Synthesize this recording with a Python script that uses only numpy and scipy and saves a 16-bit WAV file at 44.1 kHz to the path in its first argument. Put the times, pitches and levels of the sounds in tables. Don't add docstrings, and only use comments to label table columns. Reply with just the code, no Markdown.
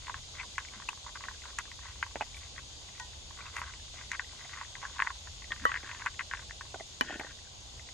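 import sys
import numpy as np
from scipy import signal
from scipy.fft import rfft, irfft, next_fast_len
from scipy.io import wavfile
from scipy.ndimage import uniform_filter1d, map_coordinates

SR = 44100
rng = np.random.default_rng(int(sys.argv[2]) if len(sys.argv) > 2 else 0)


def generate_wav(sig):
    pcm = np.round(np.clip(np.atleast_2d(sig).T, -1, 1) * 32767).astype(np.int16)
    wavfile.write(sys.argv[1], SR, pcm)


def rack_gain(trim_db):
    fader = np.asarray(trim_db, float)
    return 10 ** (fader / 20)


N = 349713

# resonance in Hz, width in Hz, level in dB.
DEEP = [(1036, 236, 2)]
MIDDLE = [(1622, 380, 0)]
UPPER = [(1940, 260, 3.5), (2600, 1430, -9.5)]
# Hz, width in Hz, level in dB.
SNAP = [(6650, 1920, 0)]
TOP = [(9400, 10000, 0)]


def unit(x):
    return x / np.sqrt(np.mean(x ** 2) + 1e-20)


def along(points, hz):
    f, v = np.transpose(points)
    return np.interp(np.log(hz + 1), np.log(f + 1), v)


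def curve(rows):
    s, db = np.transpose(rows)
    return np.interp(np.arange(N) / SR, s, db, left=-120, right=-120)


def wobble(rate, count=N):
    knots = rng.standard_normal(int(count * rate / SR) + 4)
    return map_coordinates(knots, [np.arange(count) * rate / SR])


def filtered(x, response):
    m = next_fast_len(N + SR // 10)
    return irfft(rfft(x, m) * response(np.fft.rfftfreq(m, 1 / SR)), m)[..., :N]


def modal(hz, modes):
    total = 0
    for k, (centre, width, db) in enumerate(modes):
        peak = 1j * hz * width / (centre * centre - hz * hz + 1j * hz * width)
        total = total + (-1) ** k * rack_gain(db / 2) * peak
    return total ** 2


def resonate(x, modes):
    return filtered(x, lambda hz: modal(hz, modes))


def bursts(s, db, shapes):
    at = np.round(s * SR).astype(int)[:, None] + np.arange(shapes.shape[1])
    return np.bincount(at.ravel(), (rack_gain(db)[:, None] * shapes).ravel(), N + SR)[:N]


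def splinters(s, quick_s, slow_s, after_db):
    t = np.arange(SR // 40) / SR
    draw = rng.standard_normal((len(s), 2, len(t)))
    edge = rack_gain(-12.5 - 60 * t / quick_s) * draw[:, 0]
    chips = rack_gain(after_db - 60 * t / slow_s) * draw[:, 1] ** 3
    burst = edge + chips
    burst[:, 0] = 1
    return burst


def voiced(s, shapes, *layers):
    m = next_fast_len(N + SR // 10)
    hz = np.fft.rfftfreq(m, 1 / SR)
    total = 0
    for k, (db, modes) in enumerate(layers):
        total = total + (-1) ** k * rfft(bursts(s, db, shapes), m) * modal(hz, modes)
    return irfft(total, m)[:N]


def cracks(rows):
    s, db, deep_db, upper_db = np.transpose(rows)
    shapes = splinters(s, quick_s=0.0017, slow_s=0.056, after_db=-37.5)
    return voiced(s, shapes, (db + deep_db + 27.5, DEEP), (db + 16.5, MIDDLE), (db + upper_db + 23.0, UPPER))


def snaps(rows, quick_s):
    # resonance in Hz, width in Hz, level in dB.
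    lower_edge = [(3830, 4000, 0)]
    s, db, edge_db, top_db = np.transpose(rows)
    shapes = splinters(s, quick_s, slow_s=0.024, after_db=-40.0)
    return voiced(s, shapes, (db + edge_db + 22.5, lower_edge), (db + 15.5, SNAP), (db + top_db + 11.0, TOP))


def bumps(rows):
    # resonance in Hz, width in Hz, level in dB.
    soil = [(740, 560, 0)]
    bottom = [(285, 350, 0)]
    s, db, bottom_db = np.transpose(rows)
    shapes = splinters(s, quick_s=0.014, slow_s=0.082, after_db=-34.5)
    return voiced(s, shapes, (db + 24.0, soil), (db + bottom_db + 35.0, bottom))


def rim(rows):
    # note in Hz, level in dB, time to fall 60 dB in seconds.
    spots = [
        [(893, -0.5, 0.14), (990, -0.5, 0.24), (816, -10, 0.26), (1496, -2.5, 0.18), (1880, 1, 0.17)],
        [(530, 9, 0.02), (580, -16, 0.16), (1133, 5.5, 0.2), (1280, 19.5, 0.021), (1810, 11, 0.022),
         (1940, -2, 0.21), (2100, -16, .05)],
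        [(250, 5, 0.066), (850, 7, 0.07), (1670, 30, 0.011), (2350, 10.5, 0.035), (1900, 6, 0.046)],
        [(2280, -2, 0.023), (2560, 17, 0.017), (2900, 9.5, 0.027)],
        [(1190, 7.5, 0.24), (1840, 20, 0.11), (580, 8, .05)],
        [(3030, 5, 0.17), (3149, -8, .1)],
        [(3000, 9, 0.051)],
    ]
    out, t = np.zeros(N + SR), np.arange(SR // 3) / SR
    for s, db, spot in rows:
        for hz, level, t60 in spots[spot]:
            touch = wobble(78, count=len(t))
            loudness = rack_gain(db + level + 2.2 * touch - 60 * t / t60)
            ring = loudness * np.sin(2 * np.pi * (hz * t + rng.random()) + .6 * touch)
            out[round(s * SR):][:len(t)] += ring * (1 - np.exp(-t / 0.00076))
    return out[:N]


def blows(from_right):
    right_times = [
        (5.645, 5.66),
        (7.0, 7.03),
    ]
    # start in seconds, peak in dB,
    # deep and upper hollow in dB relative to the peak.
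    hard_bites = [(0.1421, -15.5, -10, -14), (0.4, -34, 2, 10), (0.5811, -10.5, -12, -6.5),
                  (0.8886, -24.5, 0.5, -6), (1.2381, -23.5, -5.5, -6), (1.5858, -13, -11, -5.5),
                  (2.0273, -10.5, -9.5, -4.5), (2.1565, -17.5, -25, -5.5), (2.2088, -21.5, -6, -2),
                  (3.5663, -17.5, -9, -7.5), (3.6162, -21, -6, -4), (4.1165, -17, -26, -16),
                  (4.1954, -9.5, -16.5, -18), (4.6124, -18.5, -3.5, -6.5), (4.8522, -11.5, -17, -39),
                  (4.9927, -10.5, -10, -17), (5.0012, -8.5, -10, -10), (5.0212, -11, -7.5, -12),
                  (5.072, -16.5, -5, -27), (5.5211, -15, -14.5, -15), (5.6531, -16, -3.5, -41),
                  (5.693, -21.5, -3.5, -4), (5.718, -11.5, -17, -10), (5.7606, -8, -19.5, -19),
                  (6.061, -16, -8.5, -5), (6.1931, -8.5, -29, -8.5), (6.3126, -9.5, -25, -29),
                  (6.3365, -13, -14, -16), (7.0097, -25.5, 2, -3), (7.197, -15.5, -32, -5.5)]
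    # start in seconds, peak in dB.
    nips = [(1.6541, -32), (.6025, -24), (.8215, -18), (1.1558, -20.5), (1.2845, -15.5), (1.485, -26.5),
            (2.58, -36), (3.675, -26), (4.0118, -23.5), (4.151, -37), (4.572, -19.5), (4.755, -18.5),
            (5.0474, -16), (5.2722, -21.5), (5.639, -23), (5.7418, -14), (5.8912, -20), (6.0192, -18),
            (6.393, -27), (6.4238, -28), (6.5091, -26), (6.6096, -18.5), (7.0454, -29), (7.0828, -30),
            (7.097, -29), (7.1242, -22), (7.234, -24), (7.2675, -21.5), (7.3092, -29)]
    chips = [(1.2534, -24), (1.3374, -30), (2.5616, -29), (3.1323, -36), (4.1314, -16), (4.4119, -31),
             (4.4937, -27), (4.5111, -31), (4.6478, -29), (4.9838, -22), (5.0099, -21), (5.026, -34),
             (5.562, -26), (5.5972, -27), (5.6196, -27), (5.7724, -21), (6.0674, -9.5), (6.208, -14),
             (6.3474, -16), (6.3712, -20), (7.2114, -24), (7.2454, -37), (7.3886, -39), (2.45, -34),
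             (2.588, -24), (4.142, -37), (4.148, -22), (5.755, -33), (7.46, -46), (6.328, -20)]
    drops = [(.0807, -25.5), (.0962, -22.5), (.7996, -33.5), (.9298, -32), (.9747, -37), (1.064, -28),
             (1.0914, -29), (1.2072, -32), (1.3114, -31), (1.4546, -27), (1.5025, -34), (.4309, -23),
             (1.7903, -33), (1.8557, -33), (1.9565, -35), (2.0642, -31.5), (2.1096, -38), (2.2653, -35),
             (3.3069, -34), (3.3857, -41), (3.4526, -46), (3.5897, -27), (4.8282, -25), (4.838, -31),
             (4.897, -33), (4.964, -28.5), (5.1033, -23), (5.5056, -49), (6.0419, -32), (6.6528, -37.5)]
    flicks = [(.0687, -30), (.3855, -35), (.6489, -30), (.7357, -30), (1.7155, -34.5), (1.8851, -32),
              (1.9126, -33.5), (2.8863, -34), (2.9966, -31), (3.7369, -31.5), (3.9843, -32),
              (4.5352, -28.5), (5.4201, -34), (5.8301, -31.5), (5.9137, -25), (5.9475, -26), (5.9958, -34),
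              (6.1409, -36), (7.7767, -45), (7.7942, -36.5), (7.888, -36)]
    rim_taps = [(.412, -50), (.555, -55), (.757, -55), (.6853, -61), (.879, -63), (1.4187, -54),
                (2.222, -41.5), (2.3436, -55), (2.3685, -55), (2.434, -55), (4.4458, -53), (4.4524, -51),
                (5.442, -51.5), (7.871, -62)]
    nip_colour = (-15, -15.5)
    chip_colour = (-20.5, -9)
    drop_colour = (-3.2, -9)
    flick_colour = (-10.5, 0.4)
    tap_colour = (-22, 19.2)
    # start in seconds, peak in dB, bottom in dB relative to it.
    foot_bumps = [(2.1563, -26, -14), (2.2088, -28, -19.5), (2.221, -36, -42), (5.506, -45, -8),
                  (5.652, -38, -28), (5.834, -41.5, -15), (6.743, -29, -21), (6.799, -37.5, -13),
                  (6.81, -45, -20), (7.0097, -41, -5), (7.097, -31.5, -17), (7.156, -40.5, -1),
                  (7.195, -29.5, -9), (7.209, -29, -32), (7.246, -38, -12)]
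    # start in seconds, peak in dB, lower edge and top in dB relative to it.
    pellet_snaps = [(0.5821, -31.5, -18, -23), (0.891, -25.5, -28, -22), (1.5874, -24, -25, -14),
                    (2.028, -39, -10, -18), (2.2094, -42, -15, 0), (2.9985, -31, -13, -14),
                    (3.566, -30.5, -15, -20), (4.117, -26, -22, -26), (5.022, -43, -17, 1),
                    (5.6526, -38.5, -3, 3), (6.0604, -33, -24, -27.5), (6.337, -52, 8, -19),
                    (7.0102, -34, 5, -4), (7.1965, -40.5, -21, -4)]
    # start in seconds, level in dB, number of the struck spot.
    rim_blows = [
        (.8886, -40, 3),
        (2.214, -43, 3),
        (2.997, -45, 0),
        (5.506, -55, 4),
        (5.653, -38, 1),
        (7.0097, -46, 2),
    ]

    def pick(rows):
        return [r for r in rows if any(a < r[0] < b for a, b in right_times) == from_right]

    kinds = [(nips, nip_colour), (chips, chip_colour), (drops, drop_colour), (flicks, flick_colour),
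             (rim_taps, tap_colour)]
    breaks = hard_bites + [(s, db, *colour) for rows, colour in kinds for s, db in rows]
    clicks = snaps(pick(pellet_snaps), quick_s=.0012 if from_right else .015)
    return cracks(pick(breaks)) + bumps(pick(foot_bumps)) + clicks + rim(pick(rim_blows))


def ticks(rows, t60):
    s, db, hz = np.transpose(rows)
    t, draw = np.arange(SR // 40) / SR, rng.standard_normal((len(s), 3, 1))
    turn = 2 * np.pi * hz[:, None] * t
    overtone = rack_gain(-18.5 + 6.4 * draw[:, 0]) * np.sin(1.633 * rack_gain(draw[:, 1]) * turn)
    note = np.sin(turn) + overtone
    return bursts(s, db - 2.5, note * rack_gain(-60 * t / t60) * (1 - np.exp(-t / 0.00048)))


def crumbs():
    # start in
    # seconds, peak in dB, note in Hz.
    crumb_notes = [(0.053, -56, 2050), (0.12, -47, 1050), (0.167, -42, 1030), (0.181, -54, 2860),
                   (0.237, -49, 2040), (0.289, -49, 969), (0.34, -45, 1170), (0.391, -37, 2100),
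                   (0.406, -29, 2280), (0.418, -41, 1060), (0.449, -49, 1010), (2.961, -49, 2360),
                   (3.132, -45, 1480), (3.397, -38, 1080), (3.407, -37, 1530), (3.412, -35, 2350),
                   (3.424, -43, 1010), (3.436, -44, 1030), (3.464, -37, 2640), (3.475, -40, 1100),
                   (3.522, -49, 2880), (3.548, -40, 1090), (3.577, -35, 1080), (3.627, -36, 1070),
                   (3.637, -34, 1540), (3.694, -36, 1570), (3.708, -41, 2020), (3.798, -44.5, 1700),
                   (3.941, -41.5, 676), (3.989, -41, 2070), (4.093, -49, 1980), (4.221, -38, 1570),
                   (4.244, -39, 1950), (4.293, -43, 2000), (4.333, -42.5, 1010), (4.454, -45, 2060),
                   (5.577, -41, 2000), (5.805, -38, 1570), (5.845, -32.5, 1660), (5.863, -40, 1630),
                   (5.901, -33, 1600), (5.931, -34, 1010), (5.976, -42, 1780), (6.001, -34, 1060),
                   (6.019, -28, 1560), (6.077, -34, 1570), (6.807, -28.5, 680), (7.06, -43, 1870),
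                   (7.098, -35, 740), (7.106, -29.5, 720), (7.139, -40, 1820), (7.157, -38, 330),
                   (7.247, -33, 1880), (7.293, -43, 2000), (7.451, -48, 1690), (7.471, -46, 1560),
                   (0.385, -36, 2230), (0.397, -29.5, 2410), (0.412, -34, 1030), (.4312, -36, 1170),
              (0.685, -37, 2260), (1.046, -44, 1040), (1.439, -38, 1480), (1.531, -43, 1100),
              (1.678, -42.5, 1170), (1.715, -41, 1960), (1.817, -45, 1830), (1.833, -41, 2010),
              (1.867, -37, 1940), (2.209, -18.5, 850), (2.165, -40, 865), (2.2205, -26, 740),
              (2.344, -34.5, 2280), (2.368, -34, 2330), (2.511, -51, 1070), (2.58, -30, 1940),
              (2.95, -44, 1900), (4.412, -38, 2000), (4.542, -38, 2010), (4.586, -37, 1040),
              (4.767, -41, 1000), (4.782, -42, 1040), (4.835, -28, 997), (4.844, -31, 1070),
              (4.949, -43, 1040), (5.157, -45, 980), (6.275, -50, 627), (6.496, -38, 1720),
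              (6.617, -36, 1660), (6.7425, -27.5, 703), (6.744, -30.5, 1480), (6.752, -44, 708),
              (6.758, -31, 710), (6.744, -43, 2450), (4.453, -40, 750), (1.346, -40, 1600),
              (1.217, -43, 1150), (6.799, -35.5, 2060), (6.808, -34.5, 1970), (7.127, -34, 330),
              (7.153, -44, 2630), (7.16, -44, 2600), (7.051, -42, 250), (7.074, -41, 250),
              (5.097, -33, 1450), (5.067, -36, 1830), (7.161, -51, 735), (7.388, -49, 1950)]
    punches = [(0.1426, -24, 1510), (0.5811, -14, 1685), (0.8878, -17.5, 2440), (1.1567, -34, 1700),
               (1.2393, -24, 1950), (1.2537, -28, 1490), (1.5861, -26, 1940), (1.5866, -29, 2800),
               (2.0278, -28, 2820), (2.0273, -18, 1460), (3.5669, -26, 1310), (3.59, -27, 1300),
               (3.617, -24, 1380), (4.1166, -14.5, 1900), (4.152, -25, 1600), (4.1952, -17, 1980),
               (4.6127, -27, 1990), (4.7535, -24.5, 1970), (5.0011, -17.5, 1210), (5.0014, -24, 2520),
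               (5.0216, -7.5, 1780), (5.0722, -14.5, 1900), (5.5194, -17, 1930), (5.5244, -21, 1900),
               (5.7173, -13.5, 1630), (5.7423, -13, 1660), (5.7545, -17.5, 1880), (5.76, -19, 1950),
               (5.773, -20.5, 1960), (6.0608, -19, 1630), (6.0674, -15, 1670), (6.193, -18, 1740),
               (6.3132, -22, 1680), (6.3365, -12.5, 1700), (6.5092, -23.5, 1850), (7.1971, -46, 2010)]
    return ticks(crumb_notes, t60=0.024) + rack_gain(3) * ticks(punches, t60=0.0075)


def grains(rate, spread_db, clump_db):
    hit = rng.random(N) < rate * rack_gain(clump_db * wobble(30)) / SR
    sizes = rack_gain(spread_db * np.minimum(rng.exponential(size=N), 3))
    return unit(hit * rng.standard_normal(N) * sizes)


def rattle():
    # centre in seconds, length in seconds, level and brightness in dB.
    ploughs = [(0.075, 0.12, -59.5, 3), (0.368, 0.067, -57, 0), (0.406, 0.052, -51, 3),
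               (0.6, 0.067, -54, -15), (0.756, 0.13, -59, -8), (1.277, 0.23, -62, -14),
               (1.487, 0.17, -58, -12), (1.88, 0.15, -57.5, -6), (2.036, 0.13, -68, -1),
               (2.405, 0.19, -67, 0), (2.962, 0.079, -68, 6), (3.419, 0.14, -53, -4),
               (3.481, 0.096, -55, -8), (3.55, 0.056, -56, -1), (3.584, 0.067, -49.5, 2),
               (3.683, 0.17, -53, -6), (4, 0.16, -62, 2.5), (4.136, 0.08, -49.5, 2.5),
               (4.48, 0.48, -63, -1.5), (4.575, 0.15, -54, -2), (4.84, 0.085, -59, 2),
               (4.955, 0.34, -61.5, -5), (5.044, 0.1, -61, -14), (5.073, 0.028, -46, 0),
               (5.97, 0.41, -57, -7), (6.412, 0.079, -63, 0)]
    # centre in seconds, level in dB.
    spills = [(.177, -60), (0.9, -48.5), (1.08, -49), (1.164, -47.5), (1.597, -45), (2.218, -47),
              (2.585, -59), (3.633, -48), (5.525, -56), (6.069, -40), (6.205, -37.5), (6.343, -65)]
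    t = np.arange(N) / SR
    dull, bright = np.full(N, rack_gain(-71.0)), np.full(N, rack_gain(-74.5))
    short_spills = [(s, 0.034, db, -6.5) for s, db in spills]
    for s, length, db, bright_db in ploughs + short_spills:
        near = slice(max(round((s - length) * SR), 0), round((s + length) * SR))
        swell = rack_gain(db) * np.exp(-(2.77 * (t[near] - s) / length) ** 4)
        dull[near] += swell
        bright[near] += rack_gain(bright_db) * swell
    impacts = grains(700, spread_db=2.6, clump_db=3)
    return dull * unit(resonate(impacts, DEEP + MIDDLE)) + bright * unit(resonate(impacts, UPPER))


def scrapes():
    # time in seconds, level in dB.
    drags = [
        [(5.6, -62), (5.664, -46.5), (5.79, -54.5), (5.81, -70), (5.872, -48.5), (6.0, -59)],
        [(7.01, -62), (7.04, -50.5), (7.085, -47), (7.1, -44.5), (7.155, -44), (7.165, -57), (7.225, -59),
         (7.25, -60), (7.28, -58), (7.31, -52), (7.33, -73)],
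    ]
    # resonance in Hz, width in Hz, level in dB.
    rasp_modes = [(1450, 200, 8.2), (1830, 240, 13), (2460, 830, 1.1), (3300, 590, 1)]
    grind_modes = [(250, 190, 6), (720, 250, -2)]
    grind_levels = [-20, -9]
    rasp = unit(resonate(grains(2800, spread_db=1.8, clump_db=1.6), rasp_modes))
    grind = unit(resonate(grains(900, spread_db=2.4, clump_db=3), grind_modes))
    return sum(rack_gain(curve(rows)) * (rasp + rack_gain(db) * grind) for rows, db in zip(drags, grind_levels))


def gulps():
    # start in seconds, level in dB, pitch in Hz.
    swallows = [
        (0.46, -61, 243),
        (0.75, -52.5, 268),
        (5.6, -50.5, 273),
        (5.615, -47.5, 324),
    ]
    out, t = np.zeros(N + SR), np.arange(SR // 20) / SR
    for s, db, hz in swallows:
        note = np.sin(2 * np.pi * hz * t * (1 - 3.9 * t))
        out[round(s * SR):][:len(t)] += rack_gain(db) * np.hanning(len(t)) * note
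    return out[:N]


def snorts():
    # centre in seconds, length in seconds, level in dB.
    breaths = [
        (2.373, 0.065, -60.5),
        (3.582, .07, -57.5),
    ]
    t = np.arange(N) / SR
    puffs = sum(rack_gain(db) * np.exp(-(2.1 * (t - s) / length) ** 4) for s, length, db in breaths)
    return puffs * unit(resonate(rng.standard_normal(N), SNAP + TOP))


def placed(x, lag_s, scatter_db):
    t = np.arange(SR // 30) / SR
    echoes = rng.standard_normal((2, len(t))) * rack_gain(-60 * t / 0.06) * (t > .001)
    wet = signal.fftconvolve(x[None], echoes / np.linalg.norm(echoes[0]), axes=1)[:, :N]
    wet = filtered(wet, lambda hz: 1 / (1 + 1j * hz / 5270) ** 2)
    sides = np.array([[1], [-1]])
    direct = filtered(np.array([x, x]), lambda hz: np.exp(-1j * np.pi * hz * lag_s * sides))
    return direct + rack_gain(scatter_db) * wet


def rush(spectrum, patchy_db):
    # frequency in Hz, likeness from -1 to 1.
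    likeness = [(60, 0.94), (130, 0.74), (280, 0.42), (600, 0.46), (1280, -0.56), (2750, -0.078),
                (5900, 0.016), (7200, 1), (12000, -0.88)]
    z = signal.stft(rng.standard_normal((2, N + 512)), nperseg=512)[2]
    field = uniform_filter1d(uniform_filter1d(rng.standard_normal(z.shape[1:]), 6, 0), 10, 1)
    pair = signal.istft(z * rack_gain(patchy_db * unit(field)), nperseg=512)[1][:, :N]

    def response(hz):
        angle = np.arccos(np.clip(along(likeness, hz), -1, 1)) / 2
        return rack_gain(along(spectrum, hz)) * [np.cos(angle), np.sin(angle)]

    mid, side = filtered(pair, response)
    return unit(np.array([mid + side, mid - side]))


def outdoors():
    # frequency in Hz, dB per Hz.
    insects = [(1590, -21.5), (2700, -7), (3570, 1), (4000, -3), (4690, -2.5), (5430, -5.5), (5970, -5.5),
               (6730, -2), (7130, -7), (7640, -13), (9600, -18.5), (10600, -23.5), (11700, -17.5),
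               (12300, -26), (16000, -71), (22000, -120)]
    soft_air = [(82, -6.5), (140, -6.5), (324, -8.5), (873, -7.5), (1340, -14), (2050, -18.5), (2180, -38),
                (2800, -49), (3640, -45), (6160, -120)]
    traffic = [(12, -51), (24, -12), (44, -4), (70, 0.5), (86, -4), (102, -10), (129, -7), (146, -30),
               (170, -22), (220, -24), (370, -120)]
    # time in seconds, level in dB.
    insect_level = [(0.0, -51.5), (0.29, -51), (3.53, -52), (4.09, -51), (7.05, -52), (7.53, -53.5),
                    (7.93, -52)]
    hiss = rack_gain(curve(insect_level) + 2.0 + 0.13 * wobble(8.1)) * rush(insects, patchy_db=0.92)
    air = rack_gain(-60 + 0.22 * wobble(2.3)) * rush(soft_air, patchy_db=1.2)
    rumble = rack_gain(-53.5 + 2.3 * wobble(2.3)) * rush(traffic, patchy_db=-0.07)
    return hiss + air + rumble


def scene():
    # start in seconds, level in dB, number of
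    shivers = [
        (5.654, -44, 5),
        (7.011, -35, 6),
    ]
    top_hz = 12300
    eating = blows(from_right=False) + rim(shivers) + crumbs() + rattle() + scrapes() + gulps() + snorts()
    bowl = placed(eating, lag_s=-.00003, scatter_db=-11)
    knocks = placed(blows(from_right=True), lag_s=.00051, scatter_db=-10)
    pan_db = 2.5 * np.array([[.5], [-.5]])
    knocks = filtered(knocks, lambda hz: rack_gain(7.5 - 20 * (hz > top_hz) + pan_db))
    return filtered(bowl + outdoors(), lambda hz: hz < top_hz) + knocks


def thin_treble(x):
    # frequency in Hz, share from 0 up.
    kept_sum = [(9300, 1), (10300, .75), (12300, .55)]
    kept_difference = [(6850, 9), (6900, .42), (7600, .3), (9600, .27), (12300, .17)]
    hz, _, z = signal.stft([x[0] + x[1], x[0] - x[1]], SR, nperseg=2048)
    band = np.arange(len(hz)) // np.array([[10], [32]])
    dice = rng.random((len(hz), z.shape[2]))[band]
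    dice[1] = dice[1] / 2 + uniform_filter1d(dice[0, 0], size=3) - .25
    share = np.array([along(kept_sum, hz), along(kept_difference, hz)])[..., None]
    treble = abs(z[:, hz > 7000]).sum(axis=(0, 1))
    dropped = (dice > share) & (treble < 1.6 * np.median(treble))
    dropped[1] |= dropped[0]
    mid, side = signal.istft(z * ~dropped, SR, nperseg=2048)[1][:, :N] / 2
    return np.array([mid + side, mid - side])


def low_pass(x):
    return signal.sosfilt(signal.butter(12, 16300, fs=SR, output="sos"), x)


def record(dry):
    # frequency in Hz, left over right in dB.
    port_colour = [(100, 1), (360, -1), (650, -6.5), (1100, -3.5), (1550, 2), (2130, 7), (2900, 3.5),
                   (3900, -3), (7000, 5), (12000, 1)]
    x = filtered(dry, lambda hz: rack_gain(along(port_colour, hz) * np.array([[.5], [-.5]])))
    return low_pass(thin_treble(x))


dry = scene()
out = record(dry)
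generate_wav(out)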